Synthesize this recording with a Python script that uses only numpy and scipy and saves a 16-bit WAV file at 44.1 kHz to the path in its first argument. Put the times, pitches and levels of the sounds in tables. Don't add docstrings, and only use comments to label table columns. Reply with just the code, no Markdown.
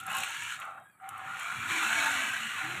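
import sys
import numpy as np
from scipy import signal
from scipy.fft import rfft, irfft
from scipy.io import wavfile
from scipy.ndimage import uniform_filter1d

SR = 44100
rng = np.random.default_rng(int(sys.argv[2]) if len(sys.argv) > 2 else 0)


def generate_wav(signal):
    frames = np.transpose(np.atleast_2d(signal))
    scaled = np.clip(frames, -1, 1) * 32767
    pcm = np.round(scaled).astype(np.int16)
    wavfile.write(sys.argv[1], SR, pcm)


def field_ratio(decibels):
    return 10 ** (np.asarray(decibels, dtype=float) / 20)


N = 123479

# columns pitch_hz, level_db
ROOM_SPECTRUM = [(40, -14), (110, 3), (500, -8), (1500, 5), (3000, -16), (6600, -28), (7800, -1.5),
                 (15000, -11)]
# columns time_s, level_db, high_boards_db
FLOOR_LOAD = [(0, -57.5, 0), (.1, -58, -28), (.22, -59, -6), (.27, -63.5, -11), (.8, -62.5, -12.5),
              (.87, -70, -26), (.97, -74.5, -3), (1.12, -61.5, -7.5), (1.42, -65, -11.5), (1.6, -49, -13),
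              (1.7, -48.5, -4), (1.78, -71, 12), (2.0, -57, -11), (2.3, -60, 8), (2.37, -63, -16),
              (2.6, -56, -4), (2.7, -51.5, -10), (2.8, -54, -2)]
# columns pitch_hz, width_hz, level_db
LOW_BOARD_MODES = [(101.4, 6.5, 9.5), (118.4, 71, 3.5), (162, 75, -10)]
HIGH_BOARD_MODES = [(224, 30, 1.5), (307, 27.4, 1.5)]
# columns start_s, length_s, first_hz, last_hz, level_db
BOARD_THRUMS = [
    (1.68, 0.21, 335, 320, -45.5),
    (1.9, 0.425, 315, 240, -51),
    (1.8, 0.19, 228, 223, -52.5),
    (2.4, .11, 221.4, 229, -50),
    (2.61, 0.182, 295, 370, -48.5),
    (1.56, 0.068, 130, 116, -49),
    (1.64, 0.1, 100, 104, -48),
    (2.62, 0.22, 130, 119, -49.5),
    (2.33, .08, 230, 207, -58),
]
# columns start_s, peak_db, pitch_hz, length_ms
WHEEL_KNOCKS = [(.0, -37.5, 2770, 9), (0.234, -19, 2600, 3.7), (.599, -38, 1330, 4.5),
                (.617, -28, 2600, 4.9), (.618, -27.5, 1420, 5), (.78, -37.5, 1240, 16),
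                (.978, -63, 1900, 3), (.999, -44, 1330, 9.8), (1.021, -48, 1300, 6.5),
                (1.068, -45, 800, 11), (1.2, -35, 1300, 3.7), (1.089, -38, 2990, 5.4),
                (1.359, -41, 1270, 4)]
# columns start_s, peak_db, crack_hz
PART_TICKS = [(.001, -40, 8700), (.009, -45, 10000), (.035, -48, 8000), (.066, -38, 10600),
              (.098, -42, 9000), (.104, -42, 11000), (.117, -39, 12000), (.128, -39, 9000),
              (.15, -36, 10500), (.168, -33.5, 10100), (.185, -34.5, 9000), (.204, -38, 10500),
              (0.235, -33.5, 8800), (.286, -41, 12000), (.306, -42, 12500), (.368, -44, 9000),
              (.435, -42, 10000), (.579, -58, 10000), (.6, -42, 7400), (.652, -51.5, 11000),
              (.707, -61, 9000), (.8, -63, 9000), (.899, -67, 10000), (1.022, -63, 11000),
              (1.09, -37.5, 8800), (1.179, -47, 10000), (1.397, -40, 8460), (1.43, -41, 9000),
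              (1.93, -40, 7500), (2.064, -37, 8200)]
# columns pitch_hz, level_db
TICK_SPECTRUM = [(1500, -30), (3000, -9), (6300, -9), (8000, 0), (10000, -2), (12500, -5), (15500, -9)]
# columns start_s, length_s, first_hz, last_hz, level_db
TYRE_SQUEAKS = [(.835, 0.088, 1600, 1690, -58.5), (.65, 0.27, 3900, 3670, -74.5),
                (.69, 0.18, 3230, 3200, -75), (.71, 0.096, 2500, 2680, -68), (.845, .11, 3340, 3200, -76.5),
                (.88, 0.095, 2520, 2290, -73), (.895, .09, 4620, 4580, -76),
                (.94, 0.065, 1290, 1284, -64.5), (.96, .1, 2290, 2175, -72), (1.01, 0.118, 760, 793, -49.5),
                (1.2, 0.096, 760, 790, -48.5), (2.56, 0.14, 2075, 2100, -47.5)]
# columns time_s, force_db, speed_tilt_db_per_octave, cab_boom_db
CONTACT = [(.05, -48.5, -1.5, -1), (.085, -35, -5, 0), (.18, -35.5, 1.5, 5), (.33, -40.5, 1.5, -4),
           (0.537, -37.5, 0, -13.5), (.59, -47, -1.5, -12), (0.625, -39, -6, -11), (.84, -55, -15.5, 1.5),
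           (.95, -79, -11, 13), (1.041, -46, -11.5, -1.5), (1.21, -40.5, -8, 0), (1.411, -37.5, -2.5, -2.5),
           (1.659, -34.5, -3.5, -8), (1.709, -30, -1.5, -6), (2.04, -28, -0.6, -2),
           (2.48, -34, -2.5, -11.5), (2.6, -32, -4.5, -8), (2.8, -36, -3, -3)]
# columns from_s, to_s
HAND_HOLDS = [(0, .07), (.07, .3), (.3, .58), (.58, .84), (.84, 1.0), (1.0, 1.19), (1.19, 1.4), (1.4, 1.69),
              (1.69, 1.79), (1.79, 1.9), (1.9, 2.11), (2.11, 2.4), (2.4, 2.56), (2.56, 2.9)]
# columns pitch_hz, level_db
BODY_SPECTRUM = [(300, -18), (600, -14), (800, -5.5), (1500, -1), (2600, -3.5), (4200, -10.5), (7500, -23),
                 (15000, -46)]
# columns pitch_hz, width_hz, level_db
FIZZ_MODES = [(7090, 790, -14.5), (8220, 1210, -17), (9350, 280, -19.5), (12400, 620, -32)]
# columns pitch_hz, width_hz, level_db
LIFT_MODES = [
    [(774, 26, 10), (1330, 105, 10.5)],
    [(806, 123, -6), (1129, 43, 2), (1380, 180, -2.5), (1614, 100, -3), (2510, 110, -3), (2804, 110, 1)],
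    [(970, 43, 1), (1395, 130, -0.5), (1690, 190, -2.5), (2290, 170, -4.5), (2800, 320, -9.5),
     (3200, 230, -17)],
    [(778, 130, 7.5), (1240, 260, 3), (1900, 100, -10), (3780, 100, -12)],
    [(1300, 100, 2), (2330, 120, -12)],
    [(790, 54, 2.5), (1290, 162, 4.5), (1860, 100, -9), (2170, 200, -3), (3000, 310, -10), (3900, 60, -17)],
]
# columns pitch_hz, width_hz, level_db
PUSH_MODES = [
    [(785, 59, -4), (1290, 310, -6.5), (1780, 150, -12), (2330, 230, -11), (2930, 460, -20)],
    [(726, 35, -1), (1424, 260, -1.5), (2370, 200, -2.5), (3300, 80, -8)],
    [(715, 65, -8), (1010, 47, -5), (1450, 120, -14), (2100, 60, -17), (2346, 180, 1.5)],
    [(990, 60, -10), (1457, 210, -2), (2350, 76, -5), (2650, 96, -2), (4080, 150, -14)],
    [(705, 93, -8), (911, 25, 0.5), (1430, 46, -6), (1534, 240, -2.5), (2240, 71, 0), (2500, 170, -4),
     (4060, 110, -17)],
    [(720, 80, -7), (1260, 80, -7), (1560, 120, -1.5), (1950, 63, -6), (2300, 76, -7), (2650, 160, -7),
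     (2970, 90, -3.5)],
    [(1200, 100, -10), (1490, 120, -7), (2010, 55, -6), (2780, 370, -6)],
    [(760, 105, -5), (1470, 120, -5), (2600, 640, -17), (3950, 200, -11)],
]
# columns pitch_hz, width_hz, depth (0-1)
PORT_NOTCHES = [(4864, 1500, 0.86), (4870, 690, 0.55), (9390, 700, 0.8), (11350, 650, 0.32),
                (13900, 1400, 0.56), (433, 250, 0.22)]


def evened(x):
    return x / np.sqrt(np.mean(x ** 2) + 1e-20)


def colour(x, points):
    table_hz, level_db = np.transpose(points)
    hz = np.fft.rfftfreq(len(x), 1 / SR)
    gain_db = np.interp(np.log(hz + 1), np.log(table_hz + 1), level_db)
    return irfft(rfft(x) * field_ratio(gain_db), len(x))


def resonate(x, hz, width):
    r = np.exp(-np.pi * width / SR)
    return 2 * signal.lfilter([1 - r], [1, -r * np.exp(2j * np.pi * hz / SR)], x).real


def swaying(x, hz, width):
    turn = np.exp(2j * np.pi * np.cumsum(hz) / SR)
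    r = np.exp(-np.pi * width / SR)
    return 2 * (turn * signal.lfilter([(1 - r) ** 2], [1, -2 * r, r * r], x / turn)).real


def slow(top_hz):
    t = np.arange(0, N, 128) / SR
    drift = sum(np.sin(2 * np.pi * (f * t + rng.random())) for f in top_hz * np.geomspace(.2, 1, num=12))
    return np.interp(np.arange(N) / SR, t, evened(drift))


def patches(shape, frames, bins):
    noise = rng.standard_normal(shape[::-1])
    noise = uniform_filter1d(noise, size=frames, axis=0)
    return evened(uniform_filter1d(noise, size=bins, axis=1)).T


def grains(per_s, spread_db):
    chance, excess, strength = rng.random(N), rng.exponential(1, N), rng.standard_normal(N)
    return evened((chance < per_s / SR) * strength * field_ratio(spread_db * np.minimum(excess, 5)))


def singing(rows, rough):
    out = np.zeros(N + SR)
    for s, length, first_hz, last_hz, db in rows:
        shake = uniform_filter1d(rng.standard_normal((2, SR // 2)), size=200)
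        shake = evened(uniform_filter1d(shake, size=200))
        u = np.arange(round(length * SR)) / (length * SR)
        hz = (first_hz + (last_hz - first_hz) * u) * (1 + rough * shake[0, :len(u)])
        tone = np.sin(2 * np.pi * np.cumsum(hz) / SR) * field_ratio(db + 3.2 * shake[1, :len(u)])
        out[round(s * SR):][:len(u)] += tone * np.minimum(u / 0.17, 1) * np.minimum((1 - u) / .35, 1)
    return out[:N]


def hiss():
    level_db, flicker_db = -67, 2.5
    z = signal.stft(colour(rng.standard_normal(N), ROOM_SPECTRUM), nperseg=256)[2]
    z = z * field_ratio(flicker_db * patches(z.shape, 5, 14))
    return field_ratio(level_db) * evened(signal.istft(z, nperseg=256)[1][:N])


def room(x):
    echo_db, t60_s = -15, 0.11
    t = np.arange(SR // 4) / SR
    tail = rng.standard_normal(len(t)) * field_ratio(-60 * t / t60_s) * (t > .003)
    tail = signal.lfilter([1], [1, -.6], tail)
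    return field_ratio(echo_db) * signal.fftconvolve(x, tail / np.linalg.norm(tail))[:N]


def board_group(bumps, modes):
    out = np.zeros(N)
    for hz, width, db in modes:
        ring = resonate(resonate(bumps, hz, 1.4 * width), hz, 1.4 * width)
        out += field_ratio(db + 3.3 * slow(6.3)) * ring
    return evened(out)


def boards():
    t, (s, load_db, high_db) = np.arange(N) / SR, np.transpose(FLOOR_LOAD)
    bumps = grains(900, 2.4)
    low, high = board_group(bumps, LOW_BOARD_MODES), board_group(bumps, HIGH_BOARD_MODES)
    return field_ratio(np.interp(t, s, load_db)) * (low + field_ratio(np.interp(t, s, high_db)) * high)


def thrums():
    return singing(BOARD_THRUMS, .05)


def knocks():
    out, t = np.zeros(N + 2048), np.arange(2048) / SR
    for s, db, hz, ms in WHEEL_KNOCKS:
        shape = np.minimum(t / 0.0006, 1) * np.exp(-(t / (ms / 1000)) ** 2)
        noise = resonate(rng.standard_normal(2048), hz, 0.53 * hz)
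        noise = evened(resonate(noise, hz, 0.53 * hz))
        tone = np.cos(2 * np.pi * hz * t) * np.exp(-t / 0.0023)
        out[round(s * SR):][:2048] += field_ratio(db - 8.5) * resonate((0.8 * noise + 2 * tone) * shape, hz, hz)
    return out[:N]


def ticks():
    crack_ms, tail_ms, tail_db = 2.4, 9, -12
    rattles_per_s, rattles_db = 100, -18
    crack_octaves, crack_db = 0.95, -7
    out, t = np.zeros(N + 2048), np.arange(2048) / SR
    decay = np.exp(-(1000 * t / crack_ms) ** 3) + field_ratio(tail_db) * np.exp(-1000 * t / tail_ms)
    shape = np.minimum(t / 0.00041, 1) * decay
    s_force, force_db, speed = np.transpose(CONTACT)[:3]
    when = np.sort(rng.random(round(rattles_per_s * N / SR))) * N / SR
    small_db = np.interp(when, s_force, force_db + 2 * speed) + rattles_db
    small_db = small_db + 3 * rng.standard_normal(len(when))
    rattles = zip(when, small_db, rng.uniform(7000, 13400, len(when)))
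    for s, db, hz in [*PART_TICKS, *rattles]:
        tint = [(f, g + max(crack_db * (np.log2(f / hz) / crack_octaves) ** 2, -10)) for f, g in TICK_SPECTRUM]
        out[round(s * SR):][:2048] += field_ratio(db) * evened(colour(rng.standard_normal(2048), tint)) * shape
    return out[:N]


def squeaks():
    return singing(TYRE_SQUEAKS, .014)


def shell(hits):
    wobble, wander_hz, wander_db = 0.019, 7, 1.1
    t = np.arange(N) / SR
    out = colour(hits, BODY_SPECTRUM)
    for hz, width, db in FIZZ_MODES:
        out += field_ratio(db) * resonate(hits, hz, width)
    for (a, b), modes in zip(HAND_HOLDS, [*LIFT_MODES, *PUSH_MODES]):
        grip = np.clip((t - a) / 0.016 + .5 + (a == 0), 0, 1)
        grip = grip * np.clip((b - t) / 0.048 + .5, 0, 1)
        part = slice(max(round((a - .06) * SR), 0), round((b + .06) * SR))
        for hz, width, db in modes:
            path_hz = hz * (1 + wobble * slow(wander_hz)[part])
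            ring = swaying(hits[part], path_hz, 1.71 * max(width, 30))
            out[part] += grip[part] * field_ratio(db + 1 + wander_db * slow(wander_hz)[part]) * ring
    return out


def scrape():
    pivot_hz, boom_top_hz, top_ease, patch_db = 1400, 1040, 0.69, 1.4
    t, (s, force_db, tilt, boom_db) = np.arange(N) / SR, np.transpose(CONTACT)
    hits = grains(14000, 1.5) * field_ratio(0.36 * slow(70))
    hz, frames, z = signal.stft(shell(hits), SR, nperseg=512)
    octaves = np.log2(np.maximum(hz, pivot_hz) / pivot_hz)[:, None]
    slope = np.minimum(octaves, 2.0) - top_ease * np.maximum(octaves - 2.0, 0)
    boom = 1 / (1 + (hz[:, None] / boom_top_hz) ** 8)
    gain_db = slope * np.interp(frames, s, tilt) + boom * np.interp(frames, s, boom_db)
    z = z * field_ratio(gain_db + patch_db * patches(z.shape, 14, 3))
    return field_ratio(np.interp(t, s, force_db) + 10) * signal.istft(z, SR, nperseg=512)[1][:N]


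def scene():
    toy = ticks() + knocks() + squeaks() + scrape()
    return (hiss() + boards() + thrums() + room(toy) + toy)[None]


def low_pass(x):
    return signal.sosfilt(signal.butter(12, 16780, fs=SR, output="sos"), x)


def record(dry):
    x = dry[0]
    for hz, width, depth in PORT_NOTCHES:
        x = x - min(depth, 1) * signal.lfilter(*signal.iirpeak(hz, hz / width, SR), x)
    x = signal.sosfilt(signal.butter(2, 95, "high", fs=SR, output="sos"), x)
    x = signal.oaconvolve(x, signal.firwin(511, 15450, window=("kaiser", 9), fs=SR), "same")
    return low_pass(x[None])


dry = scene()
out = record(dry)
generate_wav(out)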